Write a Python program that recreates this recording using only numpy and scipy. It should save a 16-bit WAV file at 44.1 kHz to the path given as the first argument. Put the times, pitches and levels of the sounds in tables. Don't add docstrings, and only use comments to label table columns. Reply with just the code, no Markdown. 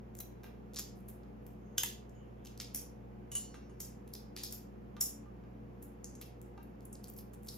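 import sys
import numpy as np
from scipy import signal
from scipy.fft import rfft, irfft, next_fast_len
from scipy.io import wavfile
from scipy.ndimage import uniform_filter1d

SR = 44100
rng = np.random.default_rng(int(sys.argv[2]) if len(sys.argv) > 2 else 0)


def generate_wav(sig):
    pcm = np.round(np.clip(np.atleast_2d(sig).T, -1, 1) * 32767).astype(np.int16)
    wavfile.write(sys.argv[1], SR, pcm)


N = 333837

# [t/s, energy over 1 ms/dB, energy decay time of the tear/s, flake pitch f/Hz,
# flake ring level/dB, egg body level/dB, treble tilt/dB per octave]
SNAPS = [(0.152, -43.5, 0.00064, 8200, 10, -4, 2), (0.203, -26.5, 0.0038, 6150, -9, -3.5, 10.5),
         (0.436, -46, 0.019, 11500, 1, -20, 4), (0.7602, -37, 0.0015, 5000, 2, -12, -12),
         (0.7672, -37, 0.00059, 4260, 7, -7, -17), (0.772, -34.5, 0.009, 5200, 6, -8, -16),
         (0.7873, -29.5, 0.004, 5200, 0, -9, -10.5), (0.7943, -33.5, 0.0016, 6600, 14, -8, -3),
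         (0.801, -38, 0.0012, 6700, 3, -12, 2), (1.085, -39, 0.0075, 9550, -3, -16.5, -3.5),
         (1.466, -43.5, 0.0013, 7950, 6, -0.5, 10), (1.7809, -27, 0.0012, 3250, 16, -8, 2),
         (1.7811, -21, 0.0023, 6600, -8, -15, -5.5), (1.8342, -21.5, 0.0022, 6700, -5, -12, -4),
         (2.094, -62.5, 0.002, 6500, -4, -20, -19.5), (2.45, -48, 0.0042, 6540, -11, -11, -12),
         (2.6005, -33, 0.0015, 4900, 5, -6, -21), (2.61, -37, 0.0047, 2300, 0, -17, -5),
         (2.7468, -27.5, 0.0009, 9600, -2, -18.5, -4), (2.7474, -31, .002, 5830, -1.5, -20, -3),
         (2.776, -48, 0.0018, 9600, -2, -4, 2), (3.3169, -38, 0.004, 7080, -11, -17, -16),
         (3.3518, -30.5, 0.0034, 7300, -15, -20, -14.5), (3.8032, -31.5, 0.0023, 6000, -17, -15, -2.5),
         (4.077, -53, 0.0013, 10100, 2.5, -6, -12), (4.137, -33.5, 0.0011, 5030, 7.5, -13, 6.5),
         (4.1515, -43, 0.0013, 5000, 15, 2, -14), (4.365, -36.5, 0.00067, 4400, 7, 3.5, -2),
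         (4.373, -44, 0.0016, 2000, 7, -5, -13), (4.386, -44, 0.0019, 3370, 10, -8, -17),
         (4.395, -50, 0.00093, 3300, 6, -6, -12), (4.4347, -34, 0.0016, 5260, 9, -10, -16),
         (4.4345, -33, .001, 8920, 9, -20, 4), (4.4398, -41, .0008, 5400, 12, -12, 1),
         (4.4465, -43, .001, 5370, 10, -10, -1), (4.524, -35, 0.0016, 5760, -7, -15.5, -4),
         (4.524, -35, 0.0018, 9300, 7, -21, 12), (4.5308, -43.5, 0.0019, 9350, -3, -11, -4),
         (4.545, -48, .003, 12500, -6, -8, 4.5), (5.0096, -17.5, 0.0078, 7290, -15, -24.5, -5.5),
         (5.825, -42, 0.0034, 8630, -14, -23, -6.5), (6.044, -37, 0.00098, 6420, -18, -27, -18.5),
         (6.1523, -48, 0.0021, 6660, -10, -21, -22.5), (6.2134, -38, 0.0035, 9600, -3, -5, -4.5),
         (6.224, -47.5, 0.0053, 2600, 12, -14, -8), (6.6303, -53.5, 0.0021, 11550, 7.5, -12, -13.5),
         (6.8288, -60.5, .001, 7540, -10, -8, 9), (6.8533, -41, 0.0015, 10010, 21, -15.5, 0),
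         (6.929, -39.5, 0.0039, 8660, 9, -20, -11), (6.952, -49.5, 0.0018, 4600, -4, -19, -16),
         (7.0366, -48, 0.004, 5500, -11, -16, 4), (7.047, -48, .004, 5500, -13, -21, 3),
         (7.074, -50, .001, 5500, -6, -7, 4), (7.0824, -43, 0.0048, 8600, 5, -16, -8),
         (7.1, -33, 0.00078, 12000, -3, -18, 10), (7.1369, -45, .0015, 6000, -8, -15, 9),
         (7.164, -42, 0.0036, 5500, -9, -15, 7), (7.176, -40, 0.0082, 11900, 4, -19, -8),
         (7.186, -39.5, 0.0079, 5110, 5.5, -6, 6.5), (7.335, -43.5, 0.005, 9030, 13, -1, 0),
         (7.4242, -58.5, .0015, 9890, -2, -14, 1), (7.4706, -44, 0.0027, 5000, -3, -6, 3),
         (7.4856, -35.5, 0.0025, 5050, 18, -7, -6.5)]
FLAKE_DAMPING = 0.18


def amp(db):
    return 10 ** (np.asarray(db) / 20)


def read(points, hz):
    f, value = np.transpose(points)
    return np.interp(np.log(hz + 1), np.log(f + 1), value)


def unit(x):
    return x / np.sqrt(np.sum(x ** 2) + 1e-20)


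def add(mix, s, sound):
    part = mix[max(round(s * SR), 0):][:len(sound)]
    part += sound[:len(part)]


def causal(gain):
    both_sides = np.r_[gain, gain[-2:0:-1]]
    log_gain = np.log(np.maximum(both_sides, 1e-4))
    return np.fft.ifft(np.exp(np.conj(signal.hilbert(log_gain)))).real


def shell():
    strain_s, strain_db = 0.0011, -15
    near, thrown = np.zeros((2, N))
    one_ms = np.sqrt(SR / 1000)
    for s, db, length, pitch_hz, ring_db, body_db, tilt_db in SNAPS:
        ring = flake(pitch_hz, damping_of(db), ring_db, body_db, tilt_db)
        strain = tear(strain_s)[::-1]
        strain_start = s - len(strain) / SR
        for start, run, part_db in [(strain_start, strain, strain_db), (s, tear(length), 0)]:
            sound = amp(db + part_db) * one_ms * unit(np.convolve(run, ring))
            add(near, start, sound)
            add(thrown, start, sound * amp(cupped_db(s)))
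    return near, thrown


def tear(length, fractures_per_s=7000, first_db=3, spread_db=4, clump_db=3.5, clump_s=0.001,
         evenness=0.45, order=160, size=2600):
    chance, strength, sign = rng.random((3, size))
    t = np.arange(size) / SR
    clumps = np.interp(t / clump_s, np.arange(size), rng.standard_normal(size))
    fractures = (chance < fractures_per_s / SR) * np.sign(sign - 0.5)
    run = fractures * amp(spread_db * (2 * strength + 2) + clump_db * clumps)
    run[0] = amp(first_db)
    run = run * np.exp(-t / (2 * max(length, 1e-4)))
    power = uniform_filter1d(abs(rfft(unit(run))) ** 2, size=21) + 1e-3
    whitener = causal(power ** (-evenness / 2))[:order]
    return signal.fftconvolve(run, whitener)[:size]


def flake(pitch_hz, damping, ring_db, body_db, tilt_db, second=1.9, second_db=-3, third=2.3, third_db=-5,
          edge=0.63, body_hz=5000, low_hz=900, tilt_hz=7000, size=1024):
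    hz = np.fft.rfftfreq(size, 1 / SR) + 1
    ratio = hz / pitch_hz
    treble = amp(tilt_db * np.log2(np.maximum(hz / tilt_hz, 1))) ** 2

    def mode(k, db):
        return (amp(ring_db + db) / (1 + ((ratio / k - 1) / damping) ** 2)) ** 2

    upper = mode(second, second_db) + mode(third, third_db)
    modes = mode(1, 0) + upper * np.minimum(treble, 1)
    crack = treble / (1 + ratio ** -12)
    radiates = 1 / (1 + (edge / ratio) ** 24)
    body = amp(body_db) ** 2 / (1 + (hz / body_hz) ** 4) / (1 + (low_hz / hz) ** 4)
    return causal(np.sqrt((modes + crack) * radiates + body))


def damping_of(db, firm_db=-34, halving_db=21):
    return FLAKE_DAMPING * 2 ** (-max(db - firm_db, 0) / halving_db)


def cupped_db(s):
    # [t/s, room against straight sound level/dB]
    cupping = [(.2, -6), (1.8, -4), (2.6, -4.5), (2.75, 2.5), (3.35, 1.5), (3.8, 1.5), (4.14, -3), (4.4, 1),
               (4.55, -1.5), (6, -3), (7.3, -9), (7.5, -3)]
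    return np.interp(s, *np.transpose(cupping))


def crumbs(per_s=170, tear_s=0.0006, scatter_db=3, scatter_octaves=0.21, swell_db=6, ring_db=3,
           body_db=-14, tilt_db=-4, room_db=1):
    # [start t/s, end t/s, typical crumb energy at the end over 1 ms/dB,
    # median crumb pitch f/Hz]; an end ahead of the start gives one crumb between the two
    pulls = [(0.168, 0.19, -47, 8150), (0.735, 0.75, -46.5, 4440), (0.949, 1.01, -63, 10400),
             (1.421, 1.54, -70, 10600), (1.772, 1.896, -42.5, 3160), (2.457, 2.48, -45, 2700),
             (2.588, 2.56, -49, 4217), (4.4, 4.432, -53, 4200), (4.504, 4.519, -46.5, 9400),
             (6.933, 6.8, -56, 4500), (7.071, 6.34, -47.5, 10430), (7.43, 7.6, -49.5, 9470),
             (7.48, 7, -46, 4870)]
    near, thrown = np.zeros((2, N))
    one_ms = np.sqrt(SR / 1000)
    for start, end, db, pitch_hz in pulls:
        count = max(round((end - start) * per_s), 1)
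        for k in range(count):
            along = (k + rng.random()) / count
            loud, small = rng.standard_normal(2)
            s = start + along * (end - start)
            crumb_hz = pitch_hz * 2 ** (scatter_octaves * small)
            ring = flake(crumb_hz, FLAKE_DAMPING, ring_db, body_db, tilt_db)
            crumb_db = db + scatter_db * loud + swell_db * (along - 1)
            crumb = amp(crumb_db) * one_ms * unit(np.convolve(tear(tear_s), ring))
            add(near, s, crumb)
            add(thrown, s, crumb * amp(cupped_db(s) + room_db))
    return near, thrown


def plates(tick_db=-22, tick_s=0.001, tick_hz=7000):
    # [t/s, level/dB, modes as (f/Hz, relative level/dB, t60/s)]
    pieces = [(0.2035, -52, [(4000, -3, .04), (6000, 3, .04)]), (1.781, -32, [(1500, -9, .02),
              (2912, -9, .11), (3060, -1, .035), (3230, 3, .018), (3410, 2, .035), (4950, 2, .014),
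              (5140, 4, .018), (5380, 0, .014), (6250, -2, .035), (6400, 0, .05), (6800, 2, .018)]),
              (1.835, -41, [(900, -2, .035), (1720, -1, .025), (2020, 1, .03), (2680, -1, .05),
              (3050, -3, .05), (6370, 3, .04)]), (4.435, -45, [(5250, 0, .04), (8900, 8, .06)]),
              (4.5315, -45, [(13300, -2, .03), (14100, 0, .03)]), (4.5455, -47, [(12900, -2, .05),
              (13250, 0, .06)]), (5.011, -33, [(5410, 0, .04), (5620, -2, .025), (5790, -2, .035),
              (6580, 0, .03), (6930, 1, .04), (7040, 0, .06), (8450, 5, .04), (12470, -12, .05),
              (13360, -10, .07)])]
    return sum(struck([(s, db)], modes, tick_db, tick_s, tick_hz, uneven_db=2.5) for s, db, modes in pieces)


def membrane(level_db=-64, ticks_per_s=450, lead_s=0.01, spread_db=4):
    t = np.arange(N) / SR
    coarse_t = t[::64]
    nearest_snap = np.min([abs(coarse_t - row[0]) for row in SNAPS], axis=0)
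    pressure = np.exp(-nearest_snap / lead_s)
    ticking = rng.random(N) < np.interp(t, coarse_t, pressure) * ticks_per_s / SR
    sizes = amp(spread_db * np.minimum(rng.exponential(1, N), 4)) * rng.choice([-1, 1], N)
    ticks = ticking * sizes * np.interp(t, coarse_t, np.sqrt(pressure))
    ring = unit(flake(6200, 0.15, -2, -18.5, 0))
    return amp(level_db) * signal.oaconvolve(ticks, ring)[:N]


def rub(width_hz=400, grain=0.38, grain_s=0.0048, level_db=-2):
    # [start t/s, length/s, relative level/dB, pitch f/Hz]
    strokes = [(1.58, 0.21, -86, 6500), (2.11, 0.18, -80.5, 2950), (2.14, 0.056, -76, 6750),
               (2.355, 0.14, -81.5, 3293)]
    out, t = np.zeros(N), np.arange(SR // 2) / SR
    for s, length, db, pitch_hz in strokes:
        slips = np.exp(grain * np.interp(t / grain_s, np.arange(len(t)), rng.standard_normal(len(t))))
        band = signal.butter(2, [pitch_hz - width_hz / 2, pitch_hz + width_hz / 2], "band", fs=SR)
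        noise = signal.lfilter(*band, slips * rng.standard_normal(len(t)))
        squeak = np.sqrt(len(t)) * unit(noise)
        stroke = np.sin(np.pi * np.minimum(t / length, 1))
        add(out, s, amp(db + level_db) * stroke * squeak)
    return out


def struck(hits, partials, tick_db, tick_s, tick_hz, uneven_db, contact_s=0.00025):
    out, t = np.zeros(N), np.arange(SR * 3 // 4) / SR
    tick_band = signal.butter(1, [700, tick_hz], "band", fs=SR)
    for s, db in hits:
        ring = np.zeros(len(t))
        for hz, partial_db, t60 in partials:
            vary, phase = rng.standard_normal(2)
            envelope = amp(partial_db + uneven_db * vary - 60 * t / t60)
            ring += envelope * np.sin(2 * np.pi * (hz * t + phase))
        ring *= 1 - np.exp(-t / contact_s)
        tick = signal.lfilter(*tick_band, rng.standard_normal(len(t))) * np.exp(-t / tick_s)
        add(out, s, amp(db) * (ring + amp(tick_db) * tick))
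    return out


def drops(tick_s=0.0037, spot_db=7, spot_octaves=0.17, away_db=-9):
    # [t/s, level/dB, scratch of contact relative level/dB,
    # f/Hz that the landing spot brings out, f/Hz above which a soft touch fades]
    knocks = [(0.4337, -57, 6, 1550, 6000), (.442, -50, 4, 920, 3500), (.466, -59, 2, 1500, 3500),
              (1.2336, -71, 11, 1200, 4000), (3.5429, -49.5, 6, 1300, 2800), (3.552, -54, 2, 1580, 3000),
              (3.695, -56, 0, 1000, 2000), (4.9665, -49.5, 4, 1200, 3200), (5.009, -55, -6, 1100, 2000),
              (5.259, -58, -1, 1230, 1800), (5.4373, -63, 5, 1510, 2500), (6.577, -46, -2, 860, 2200)]
    # [f/Hz, relative level/dB, t60/s]
    bowl_modes = [(815, -1, 0.07), (925, -7, 0.12), (1068, -9, 0.05), (1197, -2, 0.09), (1290, -7, 0.04),
                  (1394, -8, 0.047), (1580, -6, 0.11), (1985, -10, 0.07), (2330, -10, 0.1), (2730, -8, .08)]
    out = np.zeros(N)
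    for s, db, tick_db, spot_hz, soft_hz in knocks:
        modes = []
        for hz, mode_db, t60 in bowl_modes:
            near_spot = np.exp(-(np.log2(hz / spot_hz) / spot_octaves) ** 2)
            softness_db = -10 * np.log10(1 + (hz / soft_hz) ** 4)
            modes.append((hz, mode_db + away_db + spot_db * near_spot + softness_db, t60))
        out += struck([(s, db)], modes, tick_db, tick_s, soft_hz, uneven_db=1)
    return out


def clinks(level_db=-2.5):
    # [t/s, relative level/dB]
    hits = [(3.3172, -55), (3.3525, -41.5), (3.544, -73), (3.697, -78)]
    # [f/Hz, relative level/dB, t60/s]
    partials = [(1137, -10.5, 0.17), (1550, -14, .08), (1940, -18.5, .2), (2320, -18.5, .2),
                (2890, 1.5, 0.19), (3020, -3, 0.18), (3055, -4.5, 0.11), (3311, -16, .2), (3634, -18, .42),
                (3919, -22, .46), (4183, -23, 0.68), (4424, -24, .6), (4400, -21, .7), (4780, -21, .25),
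                (5050, -24, 0.9), (5548, -22, 1.0), (5557, -27, 0.86), (5712, -23, 0.99),
                (6022, -22.5, 1.0), (6033, -24, .8), (6183, -23, 0.86), (6347, -8, 0.18), (6519, 6, 0.12),
                (6520, 6, 0.12), (6750, -4, .17), (6840, -8, .25), (7063, -9, 0.31), (7200, -3, 0.43),
                (7450, -5, .1), (7784, -11, 0.22), (8446, 6.5, 0.2), (8710, 1, 0.14), (8950, 10, .13),
                (9230, 0.5, .14), (9900, 1, 0.15), (10160, 1, 0.16)]
    return amp(level_db) * struck(hits, partials, tick_db=-5, tick_s=0.002, tick_hz=2500, uneven_db=2)


def kitchen(x, ceiling_s=0.0117, ceiling=0.36, count=3, sway_s=1.3):
    turn = np.arange(N) / SR / sway_s
    wet = np.zeros((2, N))
    for k in range(count):
        share = np.sqrt(2 / count) * np.cos(np.pi * (turn + k / count))
        wet += signal.oaconvolve((x * share)[None], tail(), axes=1)[:, :N]
    return wet + ceiling * np.pad(x, (round(ceiling_s * SR), 0))[:N]


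def tail(build_s=0.0024, size=22050):
    # [f/Hz, t60/s]
    decay = [(800, 0.19), (2800, 0.32), (6500, 0.26), (10000, 0.22), (15000, 0.19)]
    t = np.arange(size) / SR
    present = rng.random((2, size)) < np.minimum(0.04 + 5 * t, 1)
    taps = rng.standard_normal((2, size)) * present * (1 - np.exp(-t / build_s))
    hz, when, z = signal.stft(taps, SR, nperseg=256)
    clumps = uniform_filter1d(rng.standard_normal(z.shape[1:]), size=24, axis=0)
    clumps_db = 2.5 * clumps / clumps.std()
    decay_db = -60 * when / read(decay, hz)[:, None]
    pair = signal.istft(z * amp(clumps_db + decay_db), SR, nperseg=256)[1]
    return diffuse(np.array([unit(side) for side in pair]), keep_power=True)


def diffuse(pair, keep_power=False):
    # [f/Hz, side minus mid level/dB]
    side_table = [(60, -10.5), (200, -12.5), (380, -0.5), (700, 5), (1300, 2), (2400, -0.5), (5000, -2),
                  (7000, -3.5), (8800, -39), (11000, -19), (14000, -24)]
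    count = pair.shape[1]
    size = next_fast_len(count + 4096)
    mid, side = rfft(pair, size)
    width = amp(read(side_table, np.fft.rfftfreq(size, 1 / SR)))
    scale = 1 / np.sqrt(1 + width ** 2) if keep_power else 1
    return irfft(scale * np.array([mid + width * side, mid - width * side]), size)[:, :count]


def hum(waver_hz=2.5, count=16):
    # [f/Hz, rms level at the microphones/dB, waver from 0 to 1, lag of the right side/rad]
    tones = [(58.6, -56.5, .06, 0.084), (119.4, -58, 0.19, 0.25), (192.7, -62, 0.7, 1.2),
             (215.4, -59.5, 0.2, 0.49), (287.8, -66, 0.9, 0.22), (360.5, -66.5, 0.4, 0.49),
             (409.5, -72, 1, 1.6), (480, -68, 0.97, 1.2), (716.4, -76.5, 1, 0.58), (824, -76, 1, 4.2)]
    t, slow_t = np.arange(N) / SR, np.linspace(0, N / SR, 600)
    out = np.zeros((2, N))
    for hz, db, waver, lag in tones:
        rates, starts = waver_hz * rng.standard_normal((count, 1)), rng.random((count, 1))
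        drift = np.exp(2j * np.pi * (rates * slow_t + starts)).sum(0) / np.sqrt(count)
        strength = np.interp(t, slow_t, np.sqrt(1 - waver ** 2) + waver * drift)
        tone = strength * np.exp(2j * np.pi * (hz * t + rng.random()))
        out += np.sqrt(2) * amp(db) * np.array([tone.real, (tone * np.exp(-1j * lag)).real])
    return out


def air():
    # [f/Hz, mid level/dB per Hz]
    spectrum = [(25, -102), (55, -87), (90, -89), (160, -79.5), (210, -78.5), (300, -85), (470, -87),
                (620, -94.5), (820, -96.5), (1400, -105), (2600, -111), (3900, -123), (8000, -126),
                (13500, -125), (15500, -132)]
    size = next_fast_len(N)
    colour = amp(read(spectrum, np.fft.rfftfreq(size, 1 / SR))) * np.sqrt(SR / 2)
    noise = rfft(rng.standard_normal((2, size)))
    return diffuse(irfft(noise * colour, size)[:, :N])


def scene(bowl_room_db=-1, clink_room_db=-9, plate_room_db=-5):
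    snaps_near, snaps_thrown = shell()
    crumbs_near, crumbs_thrown = crumbs()
    fingers = membrane() + rub()
    bowl, pieces, clinking = drops(), plates(), clinks()
    into_room = snaps_thrown + crumbs_thrown + fingers
    into_room += amp(bowl_room_db) * bowl + amp(clink_room_db) * clinking + amp(plate_room_db) * pieces
    direct = snaps_near + crumbs_near + fingers + bowl + clinking + pieces
    return direct + kitchen(into_room) + air() + hum()


def record(dry, edge_hz=16200):
    # [f/Hz, level/dB]
    colour = [(2000, -0.5), (4200, 0.5), (5400, 1), (9000, 0.5), (12000, 1), (14300, -1), (15400, -9.5),
              (16100, -20)]
    # [f/Hz, left minus right level/dB]
    balance = [(60, -2.5), (130, -0.5), (290, 2.5), (640, -1.5), (1410, -2), (3100, -1), (6820, -0.5),
               (15000, 0.0)]
    # [f/Hz, phase/rad]
    port_lag = [(3300, 0), (6000, 1.1), (7000, 1.6), (8000, 2.6), (9000, 3.14), (10000, 3.85), (11000, 4.6),
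                (12000, 5.25), (13000, 5.95), (14200, 6.25)]
    size = next_fast_len(N + 4096)
    hz = np.fft.rfftfreq(size, 1 / SR)
    left, right = rfft(dry, size) * amp(read(colour, hz))
    lean = amp(read(balance, hz) / 2)
    lagged = right / lean * np.exp(-1j * read(port_lag, hz))
    ports = irfft(np.array([left * lean, lagged]), size)[:, :N]
    low_pass = signal.firwin(511, edge_hz, window=("kaiser", 9), fs=SR)
    return signal.oaconvolve(ports, low_pass[None], "same")


dry = scene()
out = record(dry)
generate_wav(out)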